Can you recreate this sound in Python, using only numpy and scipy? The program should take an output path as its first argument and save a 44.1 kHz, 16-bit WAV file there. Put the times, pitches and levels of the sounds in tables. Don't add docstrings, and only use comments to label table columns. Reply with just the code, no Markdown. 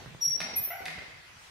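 import sys
import numpy as np
from scipy import signal
from scipy.fft import rfft, irfft
from scipy.io import wavfile
from scipy.ndimage import uniform_filter1d

SR = 44100
rng = np.random.default_rng(int(sys.argv[2]) if len(sys.argv) > 2 else 0)


def how_loud(loudness_db):
    steps = np.asarray(loudness_db, float) / 20
    return 10 ** steps


def to_wav(s):
    ch = np.atleast_2d(s).T
    pcm = np.round(np.clip(ch, -1, 1) * 32767)
    wavfile.write(sys.argv[1], SR, pcm.astype(np.int16))


N = 66150


def evened(x):
    return x / np.sqrt(np.mean(x ** 2) + 1e-20)


def read(points, hz):
    f, value = np.transpose(points)
    return np.interp(np.log(hz + 1), np.log(f + 1), value)


def colour(x, points):
    return irfft(rfft(x) * how_loud(read(points, np.fft.rfftfreq(len(x), 1 / SR))), len(x))


def resonate(x, hz, width):
    carrier = np.exp(2j * np.pi * hz * np.arange(len(x)) / SR)
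    pole = np.exp(-np.pi * width / SR)
    return 2 * (carrier * signal.lfilter([1 - pole], [1, -pole], x / carrier)).real


def ring(hz, t60, rise_s):
    t = np.arange(SR // 2) / SR
    return (1 - np.exp(-t / rise_s)) * how_loud(-60 * t / t60) * np.sin(2 * np.pi * hz * t)


def add(track, s, sound):
    part = track[round(s * SR):][:len(sound)]
    part += sound[:len(part)]


def played(times, table, source):
    track = np.zeros(N)
    for s, row in zip(times, table):
        add(track, s, source(*row))
    return track


def room(x, wet_db, pan_db, send=None):
    # f/Hz, t60/s
    room_decay = [(100, 0.2), (700, 1.), (2000, 1), (5600, .85), (11000, 0.42), (15000, 0.28)]
    first_echo_s, left_late_s = 0.0033, 1.5e-5
    count = SR + SR // 2
    taps = rng.standard_normal((2, count)) * (np.arange(count) > first_echo_s * SR)
    hz, t, z = signal.stft(taps, SR, nperseg=256)
    t60 = read(room_decay, hz)[:, None]
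    decay = how_loud(-60 * t / t60) / np.sqrt(t60 * SR / (2 * np.log(1000)))
    tail = signal.istft(z * decay, SR, nperseg=256)[1]
    late = irfft(rfft(x) * np.exp(-2j * np.pi * np.fft.rfftfreq(N, 1 / SR) * left_late_s), N)
    direct = np.array([late * how_loud(pan_db / 2), x / how_loud(pan_db / 2)])
    wet = signal.fftconvolve((x if send is None else send)[None], tail, axes=1)[:, :N]
    return direct + how_loud(wet_db) * wet


def hiss(points, patchy_db):
    # f/Hz, likeness (0 to 1)
    likeness = [(30, 1), (200, 0.52), (600, 0.067), (15000, 0.033)]
    hz = np.fft.rfftfreq(1024, 1 / SR)
    a, b, c, d, patches = rng.standard_normal((N // 256 + 5, 513, 5)).T
    patches = evened(uniform_filter1d(uniform_filter1d(patches, size=12, axis=0), size=10, axis=1))
    same = np.clip(read(likeness, hz), -1, 1)[:, None]
    left, other = a + 1j * b, c + 1j * d
    z = np.array([left, same * left + np.sqrt(1 - same ** 2) * other])
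    z = z * how_loud(read(points, hz)[:, None] + patchy_db * patches)
    return evened(signal.istft(z, nperseg=1024, noverlap=768)[1][:, :N])


def air():
    # f/Hz, level/dB per Hz
    air_spectrum = [(25, -47), (64, -1.5), (152, -6), (330, -18), (800, -10.5), (2010, -8), (6200, -17.5),
                    (7300, -22.5), (15500, -34)]
    return how_loud(-53) * hiss(air_spectrum, 2.2)


def earlier_stroke():
    # f/Hz, level/dB per Hz
    tail_spectrum = [(35, -46), (70, 3.5), (451, -7.5), (2000, -12), (6200, -19), (7300, -27), (15000, -40)]
    t60 = 1
    return how_loud(-49.5 - 60 * np.arange(N) / SR / t60) * hiss(tail_spectrum, 2.6)


def shoe_scuff():
    # f/Hz, level/dB
    grit_spectrum = [(600, -12), (1500, -4), (4500, -9.5), (9000, -13), (15000, -30)]
    peak_s, rise_s = 1.45, 0.065
    swell = np.exp(-((np.arange(N) / SR - peak_s) / rise_s) ** 2)
    return how_loud(-56) * swell * hiss(grit_spectrum, 0.86)


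def piston_drag():
    # f/Hz, level/dB per Hz
    drag_spectrum = [(50, -28), (110, -11), (220, -3), (400, -14.5), (800, -3), (2000, -18), (5000, -8.5),
                     (8000, -42)]
    start_s, rise_s, end_s, fade_s = 0.374, 0.0067, 0.6, 0.023
    t = np.arange(N) / SR
    drag = np.clip((t - start_s) / rise_s, 0, 1) / (1 + np.exp((t - end_s) / fade_s))
    return how_loud(-50.5) * drag * hiss(drag_spectrum, 1.6)


def thud(db, hz, t60, tick_db):
    u = np.arange(SR // 2) / SR / 0.00029
    tick = u * (2 - u) * np.exp(1 - u)
    return how_loud(db) * (ring(hz, t60, 0.0025) - how_loud(tick_db) * tick)


def bucket_thuds():
    thud_starts = [.0605, .075, .112, .1483, .268, .41, .445, .51, .532, .575, .60, .87, .955, .98, 1.24]
    # level/dB, f/Hz, t60/s, tick level/dB
    thud_rows = [(-36.5, 144, 0.05, -0.5), (-39.5, 123, 0.13, -38), (-40.5, 143, 0.083, -44.5),
                 (-35, 124, 0.043, -2.5), (-46, 151, 0.34, -35), (-38, 175, 0.076, -48),
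                 (-39, 237, 0.068, -45), (-53, 85, 0.3, -26), (-36, 233, 0.048, -11),
                 (-47.5, 83.4, 0.23, 2), (-38, 120, 0.062, -6), (-53, 160, 0.69, -23),
                 (-43.5, 200, 0.093, -48), (-38.5, 88, 0.059, 0.5), (-64.5, 360, 0.26, -40)]
    return room(played(thud_starts, thud_rows, thud), -3, -1.9)


def knock(db, hz):
    return how_loud(db) * ring(hz, 0.009, 0.00047)


def linkage_knocks():
    knock_starts = [.020, .349, .362, .405, .463, .486, .507, .539, .675, .806, .825, .842, .985, .99, 1.02]
    # level/dB, f/Hz
    knock_rows = [(-36.5, 453), (-36, 540), (-39, 330), (-27, 694), (-31.5, 660), (-30, 756), (-30.5, 704),
                  (-35.5, 440), (-37, 570), (-32, 504), (-45, 510), (-41, 670), (-36.5, 1350), (-41.5, 256),
                  (-35.5, 510)]
    return room(played(knock_starts, knock_rows, knock), 5.5, 9)


def creak(length, db, slips_hz):
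    # f/Hz, width/Hz, level/dB
    barrel_modes = [(745, 215, 5), (1457, 180, 3.5), (2003, 223, 7), (2710, 200, -3.5)]
    t = np.arange(8192) / SR
    jitter = 0.08 * evened(uniform_filter1d(rng.standard_normal(8192), size=120))
    turns = np.cumsum(slips_hz * (1 + jitter)) / SR
    slips = np.diff(np.floor(turns), prepend=0)
    slips = slips * how_loud(2.45 * rng.standard_normal(8192))
    slips = slips * (t < length) * how_loud(-6 * t / length)
    body = sum(how_loud(g) * resonate(resonate(slips, f, w), f, 2 * w) for f, w, g in barrel_modes)
    return how_loud(db) * SR / slips_hz / 2 * body


def piston_creaks():
    creak_starts = [.703, .748, .815]
    # length/s, level/dB, slips per second/Hz
    creak_rows = [
        (.042, -40.5, 735),
        (0.037, -46.5, 735),
        (0.018, -45, 740),
    ]
    return room(played(creak_starts, creak_rows, creak), 1.5, 0.5)


def clack(db, ring_db, bright_db):
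    # f/Hz, level/dB
    crack_spectrum = [(200, -21.5), (600, -9), (1500, 6), (3000, 4), (5000, 4.5), (7500, -14.5),
                      (10500, -6.5), (15000, -51)]
    # f/Hz, level/dB, t60/s
    lever_modes = [(676, -7.5, 0.023), (1500, -26, 0.041), (1740, -26, 0.029), (1913, -5.5, 0.019),
                   (2076, 4, 0.025), (2255, -1.5, 0.0063), (2402, -2, 0.021), (2640, -17, 0.033),
                   (3560, -12, 0.024), (4006, -7.5, 0.018), (10100, -20, .006)]
    t = np.arange(4096) / SR
    chatter = how_loud(-4.5) * rng.standard_normal(4096) * np.exp(-t / 0.0044)
    tilted = [(f, g + bright_db * max(f - 4000, 0) / 5000) for f, g in crack_spectrum]
    crack = colour(2 * (t == 0) + chatter, tilted)
    body = np.zeros(4096)
    for f, g, t60 in lever_modes:
        detuned = f * (1 + 0.016 * rng.standard_normal())
        body += ring(detuned, t60, 0.00014)[:4096] * how_loud(g)
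    return how_loud(db) * (crack * (t < 0.05) + how_loud(ring_db - 2.5) * body)


def lever_clacks():
    clack_starts = [.4035, .416, .441, .8558, .8625, .882, .988]
    # level/dB, ring level/dB, brightness/dB
    clack_rows = [
        (-23, -14.5, -1),
        (-31, 2, -8),
        (-38, -9, -14),
        (-27, -9, 0),
        (-40.5, 10, -12),
        (-29.5, -1.5, -20.5),
        (-34, -3, -22),
    ]
    return room(played(clack_starts, clack_rows, clack), 4.5, -2.8)


def squeal(db, length, rise_s, from_hz, to_hz):
    t = np.arange(0, length, 1 / SR)
    drift = uniform_filter1d(uniform_filter1d(rng.standard_normal(4096), size=300), size=300)
    waver = 0.0006 * (from_hz / 5700) ** 2 * evened(drift)[:len(t)]
    glide = from_hz + (to_hz - from_hz) * t / length
    phase = 2 * np.pi * np.cumsum(glide * (1 + waver)) / SR
    fall_s, sag_db, octave_db = 0.0073, -4.5, -19.5
    shape = np.minimum(t / rise_s, 1) ** 2 * np.minimum((length - t) / fall_s, 1)
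    shape = shape * how_loud(sag_db * t / length)
    octave = how_loud(octave_db) * (4 * from_hz < SR) * np.sin(2 * phase)
    return how_loud(db) * shape * (np.sin(phase) + octave)


def pivot_squeals():
    # level/dB, room level/dB
    squeal_levels = [(-22, 5), (-23, -5.5), (-31.5, -1), (-30, 11), (-33, 6), (-26, 0.5), (-37.5, 4.5),
                     (-46, 8)]
    # t/s, length/s, rise/s, start f/Hz, end f/Hz
    squeal_glides = [
        (.203, .068, .022, 5725, 5600),
        (.554, .052, .012, 11390, 11420),
        (.600, .054, .016, 14680, 14750),
        (.626, .014, .006, 13980, 13750),
        (.636, .014, .003, 13750, 11950),
        (.646, .016, .004, 11850, 11740),
        (.659, .013, .004, 11600, 10750),
        (.545, .048, .02, 2490, 2470),
    ]
    near, far = np.zeros((2, N))
    for (db, wet_db), (s, *course) in zip(squeal_levels, squeal_glides):
        tone = squeal(db, *course)
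        add(near, s, tone)
        add(far, s, how_loud(wet_db) * tone)
    return room(near, 0, 1.4, far)


def scene():
    mix = air() + earlier_stroke()
    mix += shoe_scuff()
    mix += piston_drag()
    mix += pivot_squeals() + lever_clacks()
    mix += piston_creaks()
    mix += bucket_thuds()
    return mix + linkage_knocks()


def masked_treble_loss(x):
    under_tone_db, under_treble_db, over_floor_db, lowest_hz = 57, 14, 0.5, 3400
    hz, t, z = signal.stft(x, SR, nperseg=1536, noverlap=1024)
    power = uniform_filter1d((abs(z) ** 2).mean(axis=0), size=11, axis=0)
    band_db = 10 * np.log10(power + 1e-14)
    tone = band_db[hz > 5000].max(axis=0)
    treble = np.median(band_db[(hz > 11000) & (hz < 15000)], axis=0)
    uneven = 2.5 * rng.standard_normal(len(hz) // 16 + 1).repeat(16)[:len(hz), None]
    floor = np.median(band_db, axis=1, keepdims=True) + uneven
    fall = 25 * t
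    tone = np.maximum.accumulate(tone + fall) - fall
    limit = np.maximum(tone - under_tone_db, np.minimum(treble - under_treble_db, floor + over_floor_db))
    lost = (hz > lowest_hz)[:, None] / (1 + np.exp(-2 * (limit - band_db)))
    return signal.istft(z * (1 - lost), SR, nperseg=1536, noverlap=1024)[1][:, :N]


def low_pass(x):
    return signal.sosfilt(signal.butter(12, 15720, fs=SR, output="sos"), x)


def record(dry):
    lowpass = signal.firwin(511, 15800, window=("kaiser", 9), fs=SR)
    cut = signal.oaconvolve(dry, lowpass[None], "same")
    return low_pass(masked_treble_loss(cut))


dry = scene()
out = record(dry)
to_wav(out)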